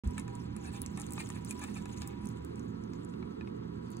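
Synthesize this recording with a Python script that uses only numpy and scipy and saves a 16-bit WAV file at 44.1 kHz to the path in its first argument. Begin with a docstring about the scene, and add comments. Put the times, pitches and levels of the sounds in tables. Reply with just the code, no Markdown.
"""Roach in a plastic tub

A large roach crawls over bark soil and dry leaves, close to a handheld camera; two low thumps at the start.
Its spiny legs crackle the litter, snap leaf edges, squeak on leaves, and scrape and tap so the tub rings.
After two seconds the camera moves to a quieter roach. Room ventilation hums throughout."""
import sys
import numpy as np
from scipy import signal
from scipy.fft import rfft, irfft, next_fast_len
from scipy.io import wavfile
from scipy.ndimage import map_coordinates

SR = 44100
rng = np.random.default_rng(int(sys.argv[2]) if len(sys.argv) > 2 else 0)


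def bounce(signal):
    """Save signal as a 16-bit WAV file at the path given by the first command-line argument."""
    frames = np.transpose(np.atleast_2d(signal))
    limited = np.clip(frames, -1, 1)
    pcm = np.round(limited * 32767).astype(np.int16)
    wavfile.write(sys.argv[1], SR, pcm)


N = 176400
TOP_HZ = 16300

# Stereo image of the litter. Each row: frequency in Hz, left-right correlation.
LITTER_CORRELATION = [(1000, 0.047), (2500, 0.18), (6000, 1)]


def amp(db):
    """Decibels to gain."""
    return 10 ** (np.asarray(db) / 20)


def unit(x):
    """Scale to rms 1."""
    return x / np.sqrt(np.mean(x ** 2) + 1e-20)


def along(points, hz):
    """Interpolate (Hz, value) points on a log axis."""
    f, v = np.transpose(points)
    return np.interp(np.log(hz + 1), np.log(f + 1), v)


def hump(hz, centre_hz, width_oct):
    """Gaussian band in log frequency."""
    return np.exp(-.5 * (np.log2((hz + 1) / centre_hz) / width_oct) ** 2)


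def clock():
    """Sample times in seconds."""
    return np.arange(N) / SR


def wobble(knots_per_s):
    """Smooth random curve."""
    knots = rng.standard_normal(int(N * knots_per_s / SR) + 4)
    return map_coordinates(knots, [clock() * knots_per_s])


def filtered(x, response):
    """Apply response(hz) by padded FFT."""
    n = x.shape[-1]
    m = next_fast_len(n + min(n, 8192))
    return irfft(rfft(x, m) * response(np.fft.rfftfreq(m, 1 / SR)), m)[..., :n]


def coloured(pair, spectrum, correlation):
    """Two independent signals to stereo of rms 1 with this spectrum and correlation."""
    def mid_side_gain(hz):
        angle = np.arccos(np.clip(along(correlation, hz), -1, 1)) / 2
        return amp(along(spectrum, hz)) * [np.cos(angle), np.sin(angle)]
    mid, side = filtered(pair, mid_side_gain)
    return unit(np.array([mid + side, mid - side]))


def add(track, start_s, sound):
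    """Mix a sound into the track."""
    part = track[..., round(start_s * SR):][..., :sound.shape[-1]]
    part += sound[..., :part.shape[-1]]


def tone(hz, db, waver_db, phase_rad=0, drift_hz=2.19):
    """Sine with unsteady level and pitch."""
    gain = amp(db + waver_db * wobble(16))
    return gain * np.sin(2 * np.pi * np.cumsum(hz + drift_hz * wobble(16)) / SR + phase_rad)


def ventilation(move_s=(2.18, 2.68)):
    """Rushing air, fan hum and thin motor whine; their colour shifts as the camera moves."""
    # Air noise. Each row: frequency in Hz, relative level in dB.
    air_spectrum = [(20, -43), (42, -12.5), (70, -9), (92, -7), (115, 1), (145, -7), (240, -0.5),
                    (310, -11), (400, -8), (500, -11), (570, -25), (720, -24.5), (1100, -21), (1500, -27.5),
                    (2600, -32.5), (4600, -40), (8500, -61), (16000, -62.5)]
    # Each row: frequency in Hz, left-right correlation.
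    air_correlation = [(150, 0.96), (350, 0.95), (1000, 0.84), (2000, 0.61), (6000, 1)]
    # Air colour after the move. Each row: frequency in Hz, relative gain in dB.
    moved_eq = [(70, -3), (420, 3.5), (700, 0), (1300, 2.25), (2400, -4), (5000, 0)]
    # Fan and motor tones. Each row: frequency in Hz, level in dB before the move, level in dB after.
    fan_tones = [(78.3, -49.5, -56), (118.1, -50, -50), (169.8, -48.5, -49.5), (205.8, -47.5, -49.5),
                 (287.1, -53, -56), (339.6, -55.5, -53)]
    motor_tones = [(804, -69, -93), (964.4, -63.5, -69.5), (983.5, -61.5, -70), (1302, -75, -71)]
    fade = lambda before, after: np.interp(clock(), move_s, [before, after])
    air = amp(-43.5) * coloured(rng.standard_normal((2, N)), air_spectrum, air_correlation)
    moved_air = filtered(air, lambda hz: amp(along(moved_eq, hz)))
    hum = sum(tone(hz, fade(*db), waver_db=3) for hz, *db in fan_tones)
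    stereo_rad = np.array([[2.72], [0]])
    whine = sum(tone(hz, fade(*db), waver_db=4.5, phase_rad=stereo_rad) for hz, *db in motor_tones)
    return fade(1, 0) * air + fade(0, 0.97) * moved_air + hum + whine


def grains(per_band_per_s, spread_db, band_hz=1100, clump_db=4.5):
    """Tiny fractures: impulses ringing in separate bands, loud in clumps, a few far above the rest."""
    centres_hz = np.arange(0, TOP_HZ, band_hz)[:, None, None]
    shape = (len(centres_hz), 1, N)
    clumps = np.array([[wobble(70)] for _ in centres_hz])
    size = amp(spread_db * np.minimum(rng.exponential(size=shape), 4) + clump_db * np.minimum(clumps, 2))
    fires = rng.random(shape) < per_band_per_s / SR
    impulses = fires * size * rng.choice([-1, 1], (len(centres_hz), 2, N))
    return filtered(impulses, lambda hz: np.exp(-2 * ((hz - centres_hz) / band_hz) ** 2)).sum(axis=0)


def crawling(flutter_db=3):
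    """Fine litter crackle that follows how busily the legs move."""
    # Leg activity. Each row: time in seconds, level in dB.
    activity = [(.04, -65.5), (.26, -65.5), (.42, -64), (.52, -78), (.62, -61), (.8, -61), (.9, -66),
                (1.08, -65), (1.14, -56), (1.32, -56), (1.43, -66.5), (1.53, -57), (1.7, -60),
                (1.88, -62.5), (2.03, -57), (2.14, -69.5), (2.28, -64), (2.42, -70), (2.87, -72),
                (3.1, -72.5), (3.82, -77.5), (3.92, -67)]
    # Each row: frequency in Hz, relative level in dB.
    crackle_spectrum = [(700, 0), (1600, 0), (2350, 0.5), (5000, -2.5), (7600, -1.5), (10500, -10),
                        (12200, -12), (14800, -13.5), (16000, -22)]
    level_db = np.interp(clock(), *np.transpose(activity)) + flutter_db * wobble(45)
    fractures = grains(per_band_per_s=480, spread_db=3)
    return amp(level_db) * coloured(fractures, crackle_spectrum, LITTER_CORRELATION)


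def leaf_snaps(t60_s=0.007, crack_hz=6760, crack_db=-9.5):
    """A leaf edge gives way: a pitched mono burst plus a broader stereo crack."""
    # Each row: start in seconds, level in dB, pitch in Hz.
    snaps = [(0.0743, -48, 7300), (.109, -52.5, 8300), (0.1814, -36, 8300), (0.1968, -40, 7500),
             (.28, -50, 6700), (0.353, -46, 7400), (0.565, -43, 8950), (0.8178, -30, 10700),
             (0.8623, -36.5, 6700), (0.974, -41, 8300), (.999, -38.5, 7700), (1.0088, -43, 7800),
             (1.017, -38, 7560), (1.066, -43, 7600), (1.1069, -42.5, 9100), (1.1221, -37, 9600),
             (1.135, -35.5, 10200), (1.29, -43, 8300), (1.3027, -39.5, 7800), (1.4484, -40.5, 10000),
             (1.509, -32, 9100), (1.594, -44, 9100), (1.639, -39.5, 8000), (1.8565, -47, 7000),
             (2.0189, -38.5, 4970), (2.0751, -37.5, 9700), (2.256, -46, 9400), (2.2713, -44.5, 6940),
             (2.289, -46.5, 9900), (2.448, -48, 10300), (2.558, -53.5, 7000), (2.595, -50.5, 6250),
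             (2.838, -55, 6400), (2.935, -51, 5700), (3.048, -50.5, 8600), (3.9037, -51, 10600),
             (3.917, -52, 10000), (3.969, -48, 6100)]
    out, t = np.zeros((2, N)), np.arange(1024) / SR
    lead = 64  # samples of room for filter pre-ring
    for start_s, db, pitch_hz in snaps:
        burst = rng.standard_normal((3, len(t))) * amp(-60 * t / t60_s)
        burst = np.pad(burst, ((0, 0), (lead, 0)))
        ring = filtered(burst[0], lambda hz: hump(hz, pitch_hz, width_oct=0.37))
        crack = filtered(burst[1:], lambda hz: hump(hz, crack_hz, width_oct=0.59))
        snap = ring + amp(crack_db) * crack
        rms_over_2ms = np.sqrt(np.sum(snap ** 2) / (SR * 0.002))
        add(out, start_s - lead / SR, amp(db) * snap / rms_over_2ms)
    return out


def low_pulses():
    """Two low thumps at the start; a faint, soft 367 Hz swell near 3.2 s."""
    # Each row: centre in seconds, peak in dB, pitch in Hz, Gaussian sigma in seconds.
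    pulses = [(.075, -23.5, 64.7, 0.01), (.104, -37.5, 115, 0.013), (3.22, -42.5, 367, 0.017)]
    out = np.zeros(N)
    for centre_s, db, hz, sigma_s in pulses:
        t = clock() - centre_s
        out += amp(db) * np.exp(-.5 * (t / sigma_s) ** 2) * np.cos(2 * np.pi * hz * t)
    return out


def tub_ring(t60_s=.036, scatter=.03):
    """Impulse response of the tub, energy 1 per channel; modes shift with the place of contact."""
    # Each row: frequency in Hz, relative level in dB.
    modes = [(850, 1), (1020, -2), (1250, 0), (1750, -1.5), (2250, -0.5), (2580, -3.5), (3800, -11)]
    t = np.arange(SR // 10) / SR
    hz, db = np.transpose(modes)[..., None]
    hz = hz * (1 + scatter * rng.standard_normal(hz.shape))
    phase_rad = rng.uniform(0, 2 * np.pi, (2, len(modes), 1))
    envelope = amp(db - 60 * t / t60_s) * (1 - np.exp(-2 * hz * t))
    ring = np.sum(envelope * np.sin(2 * np.pi * hz * t + phase_rad), axis=1)
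    return unit(ring) / np.sqrt(len(t))


def scrapes(slips_per_s=700, rise_share=0.47):
    """Legs and belly drag in swells of uneven slips: leaves crackle and the tub resounds."""
    # Each row: start in seconds, length in seconds, tub level in dB, crackle level in dB.
    drags = [(0.163, 0.062, -53, -58.5), (0.633, 0.064, -53, -56.5), (0.722, 0.063, -54.5, -54.5),
             (0.956, 0.085, -53, -58), (1.188, 0.032, -47.5, -46), (1.345, 0.022, -53, -57.5),
             (1.481, 0.051, -69, -50), (1.609, 0.043, -46, -50), (1.652, 0.058, -54.5, -57),
             (1.74, 0.071, -56.5, -56), (1.946, 0.22, -60, -84)]
    # Each row: frequency in Hz, relative level in dB.
    leaf_spectrum = [(2500, -11), (5000, -11.5), (8000, -5), (11000, -15), (16000, -25)]
    tub, leaf_gain = np.zeros((2, N)), np.zeros(N)
    t = np.arange(SR // 4) / SR
    for start_s, length_s, tub_db, leaf_db in drags:
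        swell = np.sqrt(np.interp(t / length_s, [0, rise_share, 1], [0, 1, 0]))
        slips = (rng.random(len(t)) < slips_per_s / SR) * rng.standard_normal(len(t))
        body = signal.fftconvolve([swell * slips], tub_ring(), axes=1)
        swell_rms = np.sqrt(np.sum(swell ** 2) / body.shape[1])
        add(tub, start_s, amp(tub_db) * unit(body) * swell_rms)
        add(leaf_gain, start_s, amp(leaf_db) * swell)
    fractures = grains(per_band_per_s=1700, spread_db=2.5)
    return tub + leaf_gain * coloured(fractures, leaf_spectrum, LITTER_CORRELATION)


def foot_taps(click_decay_s=0.0022, click_hz=1590, click_gain=0.44):
    """Knocks on the tub: dull contact click, brief ring. Most are a foot striking it; those at 0.28, 0.565,
    0.975 and 2.019 s fall with leaf snaps and give them a low body."""
    # Each row: start in seconds, peak in dB.
    taps = [(0.179, -31.5), (.28, -43), (.565, -43), (0.975, -37), (1.179, -32.5), (1.301, -35.5),
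            (1.766, -38.5), (1.857, -39), (2.019, -39.5), (2.933, -46.5), (3.138, -46), (3.226, -42),
            (3.41, -37), (3.474, -42)]
    out = np.zeros((2, N))
    for start_s, db in taps:
        ring = tub_ring()
        t = np.arange(ring.shape[1]) / SR
        burst = rng.standard_normal(ring.shape) * np.exp(-t / click_decay_s)
        click = filtered(burst, lambda hz: hump(hz, click_hz, width_oct=1))
        knock = unit(ring) + click_gain * unit(click)
        add(out, start_s, amp(db) * knock / np.abs(knock).max())
    return out


def leg_squeaks(start_hz=2514, sag_hz_per_s=13500, jitter_hz=80):
    """Stick-slip on a leaf: a short rough tone that sags as the leg slows."""
    # Each row: start in seconds, length in seconds, peak in dB.
    squeaks = [(1.191, 0.022, -40), (1.216, 0.013, -46.5), (1.506, 0.012, -40), (1.757, 0.021, -45)]
    stereo_rad = np.array([[1.63], [0]])
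    out = np.zeros((2, N))
    for start_s, length_s, db in squeaks:
        t = np.arange(round(length_s * SR)) / SR
        hz = start_hz - sag_hz_per_s * t + jitter_hz * wobble(950)[:len(t)]
        envelope = amp(db) * np.sin(np.pi * t / length_s)
        add(out, start_s, envelope * np.sin(2 * np.pi * np.cumsum(hz) / SR + stereo_rad))
    return out


def shell_rub(start_s=3.784, rise_s=0.26, centre_hz=4620, level_db=-68.5):
    """The shell slides on a leaf with a faint, hissy squeak."""
    band = filtered(rng.standard_normal((2, N)), lambda hz: hump(hz, centre_hz, width_oct=.08))
    return amp(level_db) * np.clip((clock() - start_s) / rise_s, 0, 1) * unit(band)


def wall_echoes(x, t60_s=0.062, rise_s=0.00023):
    """Short, dense reflections inside the tub."""
    t = np.arange(SR // 10) / SR
    tail = rng.standard_normal((2, len(t))) * amp(-60 * t / t60_s) * (1 - np.exp(-t / rise_s))
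    return signal.fftconvolve(x, tail / np.linalg.norm(tail[0]), axes=1)[:, :N]


def scene():
    """Roach in its tub, room ventilation, low pulses."""
    roach = crawling() + scrapes() + leg_squeaks() + shell_rub() + leaf_snaps() + foot_taps()
    return roach + amp(-8.5) * wall_echoes(roach) + ventilation() + low_pulses()


def stereo_widening(hz):
    """Left-right phase shift varying with frequency, bass leaning right."""
    # Each row: frequency in Hz, left minus right in dB.
    balance = [(50, 0), (200, -7), (330, -12.5), (490, 0)]
    # Each row: frequency in Hz, left phase lead in radians.
    phase_lead = [(280, -.25), (470, -3.2), (1300, -4.1), (3000, -3.5), (4000, -4.1), (5200, -2.9),
                  (7800, -.1), (9500, .3), (12000, 3.1), (13500, 3.5), (15500, 6.1)]
    sides = np.array([[.5], [-.5]])
    gain = amp(sides * along(balance, hz))
    gain /= np.sqrt(np.mean(gain ** 2, axis=0))
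    return gain * np.exp(1j * sides * along(phase_lead, hz))


def record(dry):
    """Sound fades in quickly after 36 ms of silence; the stereo image widens and the recorder cuts off above
    its band limit."""
    start_s, rise_s = .036, .002
    gate = np.clip((clock() - start_s) / rise_s, 0, 1)
    return filtered(filtered(dry, stereo_widening) * gate, lambda hz: hz < TOP_HZ)


dry = scene()
out = record(dry)
bounce(out)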